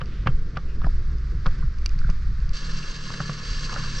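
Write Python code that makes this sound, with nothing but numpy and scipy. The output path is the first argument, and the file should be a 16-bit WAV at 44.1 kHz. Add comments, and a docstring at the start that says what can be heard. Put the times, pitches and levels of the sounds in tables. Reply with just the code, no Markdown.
"""Big tyres crunch and an engine hums as a van rolls away down a snowy road.
The scene then switches to a van on tracks coming closer, its exhaust droning under the hiss
and rattle of cleats and skis on packed snow. Right at the hand-held stereo microphone,
wind buffets the ports and the case knocks, thumps and ticks in the grip."""
import sys
import numpy as np
from scipy import signal
from scipy.fft import rfft, irfft
from scipy.io import wavfile
from scipy.ndimage import uniform_filter1d

SR = 44100
rng = np.random.default_rng(int(sys.argv[2]) if len(sys.argv) > 2 else 0)


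def persist_wave(psi):
    """Save psi, clipped to +-1, as 16-bit WAV."""
    counts = np.round(np.clip(psi, -1, 1) * 32767).astype(np.int16)
    wavfile.write(sys.argv[1], SR, np.atleast_2d(counts).T)


N = 176400
T = np.arange(N) / SR
FREQS = np.fft.rfftfreq(N, 1 / SR)
HIT_T = np.arange(SR // 6) / SR  # seconds since a contact


def amp(db):
    """Decibels to gain."""
    return 10 ** (np.asarray(db) / 20)


def unit(x):
    """Scales to rms 1."""
    return x / np.sqrt(np.mean(x ** 2) + 1e-20)


def over_time(table, column=1):
    """Reads a column of a table over time."""
    rows = np.array(table)
    return np.interp(T, rows[:, 0], rows[:, column])


def over_freq(table):
    """Reads a table over log frequency."""
    hz, values = np.transpose(table)
    return np.interp(np.log(FREQS + 1), np.log(hz + 1), values)


def add(mix, start, sound):
    """Mixes a sound in at a start time in seconds."""
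    part = mix[..., round(start * SR):][..., :sound.shape[-1]]
    part += sound[..., :part.shape[-1]]


def drift(hz):
    """Random wander of rms 1, up to about the given rate."""
    return unit(irfft(rfft(rng.standard_normal(N)) / (1 + (FREQS / hz) ** 4), N))


def split(x, hz):
    """Low and high parts of a sound."""
    low = irfft(rfft(x) / (1 + (FREQS / hz) ** 8), N)
    return low, x - low


def soften(x, hz):
    """Steep low-pass: a soft contact has little treble."""
    return signal.sosfilt(signal.butter(4, hz, fs=SR, output="sos"), x)


def ring(modes, pitch):
    """Dying modes after one blow, peak 1."""
    x = sum((-1) ** k * amp(db - 60 * HIT_T / t60) * np.sin(2 * np.pi * hz * pitch * HIT_T)
            for k, (hz, db, t60) in enumerate(modes))
    return x / abs(x).max()


def at_microphone(pair, spectrum, coherence, balance, phase=((0, 0), (1, 0))):
    """Colours two unrelated signals and blends them into the left and right ports, rms 1."""
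    common, separate = rfft(pair)
    alike = over_freq(coherence)
    lean = amp(over_freq(balance) / 2) * np.exp(.5j * over_freq(phase))
    left = common * lean
    right = (alike * common + np.sqrt(1 - alike ** 2) * separate) / lean
    return unit(irfft(np.array([left, right]) * amp(over_freq(spectrum)), N))


# Stereo image of the open road, for air and tyres alike
ROAD_COHERENCE = [(60, 1), (210, 1), (710, 0.86), (2450, 0.85), (8420, 0.73)]  # f/Hz, likeness of the ports/0-1
ROAD_BALANCE = [(60, 0.1), (160, -0.1), (430, 0.5), (1170, -1.0), (3130, -0.5), (8420, -0.5)]  # f/Hz, left over right/dB
# Open air all around: f/Hz, relative level/dB
AIR_SPECTRUM = [(200, 3.5), (800, -6.5), (1500, 3), (3000, -11.5), (4700, -11.5), (6200, -15),
                (7500, -25.5), (9000, -40), (12000, -42.5), (13000, -63.5)]

def air():
    """A steady faint hiss behind everything."""
    noise = rng.standard_normal((2, N))
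    return amp(-58.5) * at_microphone(noise, AIR_SPECTRUM, ROAD_COHERENCE, ROAD_BALANCE)


# Wind right on the microphone
WIND_SPECTRUM = [(3, -15), (11, 7.5), (28, 2), (43, -3.5), (60, -12), (80, -16.5), (120, -22.5), (170, -28),
                 (260, -45), (600, -95), (2000, -150)]  # f/Hz, relative level/dB
GUSTS = [(0, -32), (.2, -26), (.37, -15.5), (.53, -31.5), (.76, -22), (.94, -16), (1.05, -21.5),
         (1.25, -28.5), (1.4, -21), (1.52, -16), (1.75, -24.5), (2.08, -15.5), (2.22, -24), (2.3, -18.5),
         (2.37, -24), (2.5, -17), (2.58, -31.5), (2.7, -23), (2.95, -31), (3.38, -36), (3.53, -24.5),
         (3.72, -30.5), (3.88, -27), (4, -27)]  # t/s, level/dB

def wind():
    """Lumpy low pressure swings, the same at both ports; weak gusts are duller."""
    swing = signal.hilbert(irfft(rfft(rng.standard_normal(N)) * amp(over_freq(WIND_SPECTRUM)), N))
    strength = np.sqrt(uniform_filter1d(abs(swing) ** 2, size=6000))
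    low, high = split(unit(swing.real / strength), hz=85)
    level_db = over_time(GUSTS)
    dulling_db = 0.63 * np.minimum(level_db + 23, 0)  # sets in below -23 dB
    return amp(level_db) * (low + high * amp(dulling_db))


def thump(t, hz=140.3, t60=0.064, rise_s=0.0035):
    """The grip rocks briefly on its mount."""
    return 1.52 * (1 - np.exp(-t / rise_s)) * amp(-60 * t / t60) * np.sin(2 * np.pi * hz * t)


# The hand on the grip, right beside the microphone
GRIP_TICKS = [(0.058, -37, 2), (1.1835, -40.5, 5), (1.7857, -38, -1), (1.8606, -14, -1), (1.893, -32, 1),
              (1.9899, -32.5, 5), (2.1005, -29, -2), (2.403, -40, -1), (2.4927, -31.5, 0)]  # t/s, level/dB, left over right/dB
GRIP_MODES = [(1425, -6.5, 0.0041), (2516, -11.5, 0.027), (2910, -10, 0.02), (4940, -2.5, 0.014),
              (4240, -15, 0.004), (5100, -3, 0.0025), (6420, -1, 0.0043), (7950, -17.5, 0.0044),
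              (9300, -19, 0.0043), (11950, -24, 0.0037)]  # f/Hz, relative level/dB, t60/s
HAND_BUMPS = [(.287, -12), (1.638, -18), (1.957, -21), (2.047, -19.5), (2.387, -27)]  # t/s, level/dB
FINGER_RUBS = [(0.012, 0.0088, -44.5, 1420, 1.94), (0.15, 0.11, -54.5, 2140, 1.72),
               (0.274, 0.01, -33.5, 2130, 1.34), (0.565, 0.0096, -44, 1590, 1.8),
               (0.704, 0.031, -57.5, 2640, 1.08), (0.844, .02, -45.5, 1210, 1.52),
               (1.456, 0.0031, -39, 1290, 1.8), (1.473, 0.0026, -36.5, 1230, 1.27),
               (1.63, 0.0048, -39.5, 1310, 1.26), (2.018, 0.0022, -40, 1470, 1.12),
               (2.045, 0.0065, -37, 1500, 1.08), (2.071, 0.0075, -46.5, 1450, 1.2),
               (3.764, 0.096, -40, 1240, 1.34)]  # peak t/s, half length/s, level/dB, centre f/Hz, band edge over centre

def handling():
    """Fingers tick, bump and rub on the grip; lighter ticks are duller."""
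    out = np.zeros((2, N))
    for start, db, pan_db in GRIP_TICKS:
        chatter = 0.049 * rng.standard_normal((2, len(HIT_T))) * np.exp(-HIT_T / 0.002)
        contact = (HIT_T == 0) + chatter
        ringing = ring(GRIP_MODES, pitch=rng.uniform(0.92, 1.01))
        tick = signal.fftconvolve(contact, ringing[None], axes=1)
        gains = amp([[db + pan_db / 2], [db - pan_db / 2]])
        add(out, start, gains * soften(tick, hz=14700 + 214 * db))
    for start, db in HAND_BUMPS:
        add(out, start, amp(db) * thump(HIT_T * 0.905))  # a little lower and longer
    friction = rng.standard_normal((2, N)) * np.exp(0.27 * drift(hz=150))
    friction = friction + 0.61 * friction[::-1]  # each side reaches the other port too
    for peak, half, db, hz, spread in FINGER_RUBS:
        band = signal.butter(3, [hz / spread, hz * spread], "band", fs=SR, output="sos")
        out += amp(db) * np.exp(-((T - peak) / half) ** 2) * unit(signal.sosfilt(band, friction))
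    return out


# Knocks on the case that holds the microphone:
# t/s, level/dB, thump/dB, shove/dB, pitch ratio, edge over knock/dB, cut-off f/Hz
CASE_KNOCKS = [(0.0148, -21.5, -24.5, -22, 1, -14.5, 4000), (0.2612, -26, -12.5, -43, 0.56, -44, 4000),
               (0.271, -9.5, -8.5, -23, 1.046, -16, 4000), (0.274, -26.5, -10.5, -33, 1.7, -12, 4000),
               (.5692, -20, -37, -18, 1.015, -24, 2500), (0.5722, -23.5, -23.5, -16.5, 1.13, -8, 3600),
               (0.8171, -28.5, -31, -36, 1, -16.5, 2200), (0.844, -21, -15, -17, 1.09, -24, 2180),
               (0.8668, -24, -40, -16.5, 0.59, -14, 1250), (1.4591, -16.5, -44, -32, 1.04, -15, 2200),
               (1.4643, -21, -16.5, -17.5, 0.88, -4, 3600), (2.0929, -34, -20, -19.5, 0.97, -23, 2000),
               (2.098, -33, -24, -29, 0.88, -24, 1800), (3.1022, -27.5, -25, -26, 0.91, -14, 1700),
               (3.1386, -25.5, -40, -40, 1.27, -18, 2200), (3.2027, -15.5, -19.5, -14.5, 1.11, -26, 1850),
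               (3.2949, -21.5, -19, -14.5, 0.97, -11, 2000), (3.729, -21.5, -36, -34, 0.99, -27, 1800),
               (3.746, -29.5, -23, -29, 0.84, -8, 1800), (3.762, -19, -26, -16, 1.11, -18, 1800),
               (3.841, -28, -30, -37, 1.05, -18, 2400)]
CASE_MODES = [(504.6, -13.5, 0.048), (710, -18, 0.044), (1147, 3, 0.01), (1390, 0.5, 0.0089),
              (1568, -6.5, 0.022), (2640, -19.5, 0.028), (2980, -15.5, 0.027)]  # f/Hz, relative level/dB, t60/s
# Hollow notes, set by where the case is struck: t/s, f/Hz, level/dB
CASE_NOTES = [(.272, 505, -34), (.272, 1120, -29), (.571, 1163, -28), (.571, 730, -39), (.573, 1690, -38),
              (1.464, 533, -28), (1.465, 1320, -32)]

def knocks(shove_s=0.00034, edge_s=0.0028, rattle_t60=0.084, note_t60=0.065, note_rise_s=0.0015):
    """Knocks shove, ring and rattle the case, with a sharp edge and a thump; some leave hollow notes."""
    out, t = np.zeros((2, N)), HIT_T
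    edge_band = signal.butter(5, [2500, 5540], "band", fs=SR, output="sos")
    shove = (t / shove_s - 1) * np.exp(-t / shove_s)  # the dull push of a contact
    for start, db, thump_db, shove_db, pitch, edge_db, cutoff_hz in CASE_KNOCKS:
        shake, grit = rng.standard_normal((2, 2, len(t)))
        blow = ring(CASE_MODES, pitch)
        rattle = unit(signal.fftconvolve(shake, blow[None], axes=1)[:, :len(t)])
        rattle *= amp(-60 * t / rattle_t60)
        edge = signal.sosfilt(edge_band, (grit + 0.41 * grit[::-1]) * np.exp(-t / edge_s))
        case = amp(db) * (blow + amp(-16) * (rattle + 0.3 * rattle[::-1])) + amp(shove_db) * shove
        add(out, start, soften(case, cutoff_hz) + amp(db + edge_db) * edge + amp(thump_db) * thump(t))
    for start, hz, db in CASE_NOTES:
        envelope = amp(db - 60 * t / note_t60) * (1 - np.exp(-t / note_rise_s))
        add(out, start, envelope * np.sin(2 * np.pi * hz * t))
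    return out


def engine(run, orders, flutter_db, waver_rad):
    """A drone at the firing rate, with weaker side tones from uneven running."""
    firings = np.cumsum(over_time(run) * (1 + 0.0065 * drift(hz=20))) / SR
    drone = np.zeros(N)
    for order, db in orders:
        gain = amp(db + flutter_db * drift(hz=16))
        waver = (waver_rad + min(abs(order - 1), 1)) * drift(hz=15)  # side tones waver more
        drone += gain * np.sin(2 * np.pi * order * firings + waver)
    return amp(over_time(run, column=2)) * unit(drone)


# Engine of the wheeled van, heading away from the microphone
ENGINE_RUN = [(0, 54.85, -29), (.25, 56.05, -41.5), (.7, 56.04, -32.5), (1.2, 58.07, -27),
              (1.8, 59.66, -34.5), (2.15, 63.33, -33), (2.5, 64, -57)]  # t/s, firing f/Hz, level/dB
ENGINE_ORDERS = [(1, 3), (1.25, -17), (2, -21.5), (2.5, -16), (3, -24.5), (4, -28), (6, -27.5)]  # multiple of the firing rate, relative level/dB

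def wheeled_engine():
    """A low hum that climbs as the van speeds up."""
    return engine(ENGINE_RUN, ENGINE_ORDERS, flutter_db=2.5, waver_rad=0.55)


# Big tyres on the snowy road, moving into the distance
TYRE_SPECTRUM = [(40, -0.5), (95, 3.5), (140, 5.5), (200, -6.5), (260, -10.5), (370, -11), (470, -15),
                 (600, -24), (830, -34), (1200, -18.5), (1750, -20.5), (2000, -23.5), (2900, -34.5),
                 (3700, -31), (4650, -27.5), (5200, -30.5), (6000, -35), (7000, -43), (7800, -45),
                 (9000, -63.5), (11000, -91.5), (13000, -105)]  # f/Hz, relative level/dB
TYRE_LEVEL = [(0, -40), (.3, -36.5), (.8, -38.5), (1.2, -41), (1.7, -41.5), (2.1, -47.5), (2.5, -44)]  # t/s, level/dB
TYRE_CRUNCH = [(0, -0.5), (.4, -4), (.78, -1.5), (.92, 1), (1.3, 1.5), (1.5, 5.5), (1.7, 2), (2.05, 10.5),
               (2.5, 6.5)]  # t/s, relative treble level/dB

def tyres():
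    """Soft tyres crunch over the snow above a low road rumble."""
    rolling = at_microphone(rng.standard_normal((2, N)), TYRE_SPECTRUM, ROAD_COHERENCE, ROAD_BALANCE)
    rumble, crunch = split(rolling, hz=860)
    rumble *= amp(2.6 * drift(hz=14.3))
    crunch *= amp(over_time(TYRE_CRUNCH) + 1.1 * drift(hz=35))
    return amp(over_time(TYRE_LEVEL)) * (rumble + crunch)


# Squeaks from the approaching running gear: peak t/s, f/Hz, level/dB
GEAR_SQUEAKS = [(2.831, 2710, -37.5), (2.91, 6370, -44), (3.39, 5560, -40), (3.967, 5906, -37),
                (3.986, 5550, -33)]

def squeaks(half_s=0.0063):
    """Metal parts of the tracks chirp roughly now and then."""
    roughness = 0.97 * drift(hz=350)
    return sum(amp(db) * np.exp(-((T - peak) / half_s) ** 2) * np.sin(2 * np.pi * hz * T + roughness)
               for peak, hz, db in GEAR_SQUEAKS)


# Exhaust of the tracked van, heading for the microphone
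EXHAUST_RUN = [(2.53, 146.1, -46), (2.74, 156.8, -35), (2.83, 148.4, -37.5), (2.89, 148, -55),
               (2.96, 149.4, -41.5), (3.12, 148.6, -38), (3.3, 148.8, -37), (3.42, 145.4, -40.5),
               (3.52, 141.7, -41.5), (3.63, 144.1, -37), (3.72, 135.2, -42.5), (3.8, 139.8, -32.5),
               (3.9, 141, -35.5), (4, 138, -36.5)]  # t/s, firing f/Hz, level/dB
EXHAUST_ORDERS = [(.75, -8), (1, -1.5), (1.25, -11), (1.42, -19.5), (2, -34), (3.001, -31)]  # multiple of the firing rate, relative level/dB

def tracked_exhaust():
    """Firing pulses merge into a higher, smoother drone that sags a little in pitch."""
    return engine(EXHAUST_RUN, EXHAUST_ORDERS, flutter_db=1, waver_rad=0.12)


# Tracks and skis on packed snow, closing in
TRACK_SPECTRUM = [(100, -3.5), (200, 6), (320, -3.5), (500, -1.5), (650, -13.5), (820, -21), (1080, 0),
                  (1400, -1.5), (1600, -2), (1710, 3), (1970, -11), (2170, -5), (2380, -11.5), (2730, -1.5),
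                  (3030, -8.5), (3300, -4), (3600, -8.5), (4150, -3), (4400, -5.5), (4670, -1.5),
                  (5200, -7.5), (5550, -5), (5750, -9.5), (5950, -5.5), (6600, -11.5), (7050, -18.5),
                  (7500, -20.5), (8000, -21), (8900, -32), (10500, -48), (11800, -44.5), (13000, -60)]  # f/Hz, relative level/dB
TRACK_APPROACH = [(2.53, -38.5), (2.8, -37.5), (3.0, -38), (3.1, -36.5), (3.25, -37.5), (3.42, -38.5),
                  (3.51, -33.5), (3.68, -35), (3.85, -34.5), (4, -34.5)]  # t/s, level/dB
TRACK_CLATTER = [(2.53, -1), (2.85, 0), (3.2, -0.5), (3.42, 1), (3.53, -3.5), (3.66, -3), (3.75, 1),
                 (3.85, -1), (4, -2)]  # t/s, relative clatter level/dB
GEAR_MODES = [(1706, 39, -15.5), (2156, 110, -20.5), (2720, 51, -26), (4510, 150, -12.5), (4706, 68, -16),
              (4880, 40, -27), (7500, 90, -26), (8000, 75, -35.5)]  # f/Hz, width/Hz, relative level/dB
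# Their stereo image at the microphone
TRACK_COHERENCE = [(60, 0.66), (160, 1), (430, 0.78), (1170, 0.69), (3130, 0.92), (8420, 1)]  # f/Hz, likeness of the ports/0-1
TRACK_BALANCE = [(150, 5.5), (330, -1.5), (560, 7.5), (820, -15), (1100, 2.5), (1470, -5.5), (1950, 6),
                 (2630, 7.5), (3500, -2.5), (4700, -2.5), (6300, -2), (8400, 5.5)]  # f/Hz, left over right/dB
TRACK_PHASE = [(0, 0.42), (950, -0.00035), (1290, -0.27), (1890, -0.06), (2150, -0.94), (2670, -1.54),
               (3010, -0.45), (3450, -1.6), (4050, -0.4), (5080, 0.37), (5340, -0.1), (6980, 0.66),
               (7840, -0.056), (8610, -1.1)]  # f/Hz, left lead/rad

def tracks(cleats_per_s=52, grains_per_s=500):
    """Cleats bite the snow in quick succession, crushing grains and ringing the gear; the skis hiss."""
    cleats = np.cumsum(cleats_per_s * (1 + 0.1196 * drift(hz=4.7))) / SR
    beat = 1 + 0.092 * np.cos(2 * np.pi * cleats)
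    grains = rng.standard_normal((2, N)) * (rng.random(N) < grains_per_s / SR)
    crushing = beat * (rng.standard_normal((2, N)) + 0.4 * unit(grains))
    image = TRACK_COHERENCE, TRACK_BALANCE, TRACK_PHASE
    snow = at_microphone(crushing, TRACK_SPECTRUM, *image)
    shaking = at_microphone(beat * rng.standard_normal((2, N)), TRACK_SPECTRUM, *image)
    gear = sum(amp(db) * unit(signal.lfilter(*signal.iirpeak(hz, hz / width, SR), shaking))
               for hz, width, db in GEAR_MODES)
    clatter, hiss = split(0.82 * snow + gear, hz=2130)
    clatter *= amp(over_time(TRACK_CLATTER) + 1.2 * drift(hz=40))
    hiss *= amp(1.27 * drift(hz=25))
    return amp(over_time(TRACK_APPROACH)) * (clatter + hiss)


def scene(switch_s=2.531, fade_s=0.0033, right_db=0.42):
    """One van leaves, then the other approaches, with wind and handling at the microphone."""
    switch = np.clip((T - switch_s) / fade_s, 0, 1)
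    leaving = tyres() + wheeled_engine()
    coming = tracks() + squeaks() + tracked_exhaust()
    mix = (1 - switch) * leaving + switch * coming + air() + wind() + knocks() + handling()
    return mix * amp([[-right_db / 2], [right_db / 2]])


def record(dry, top_hz=13900):
    """The recorder's band limit."""
    lowpass = signal.firwin(511, top_hz, window=("kaiser", 9), fs=SR)
    return signal.oaconvolve(dry, lowpass[None], "same")


dry = scene()
out = record(dry)
persist_wave(out)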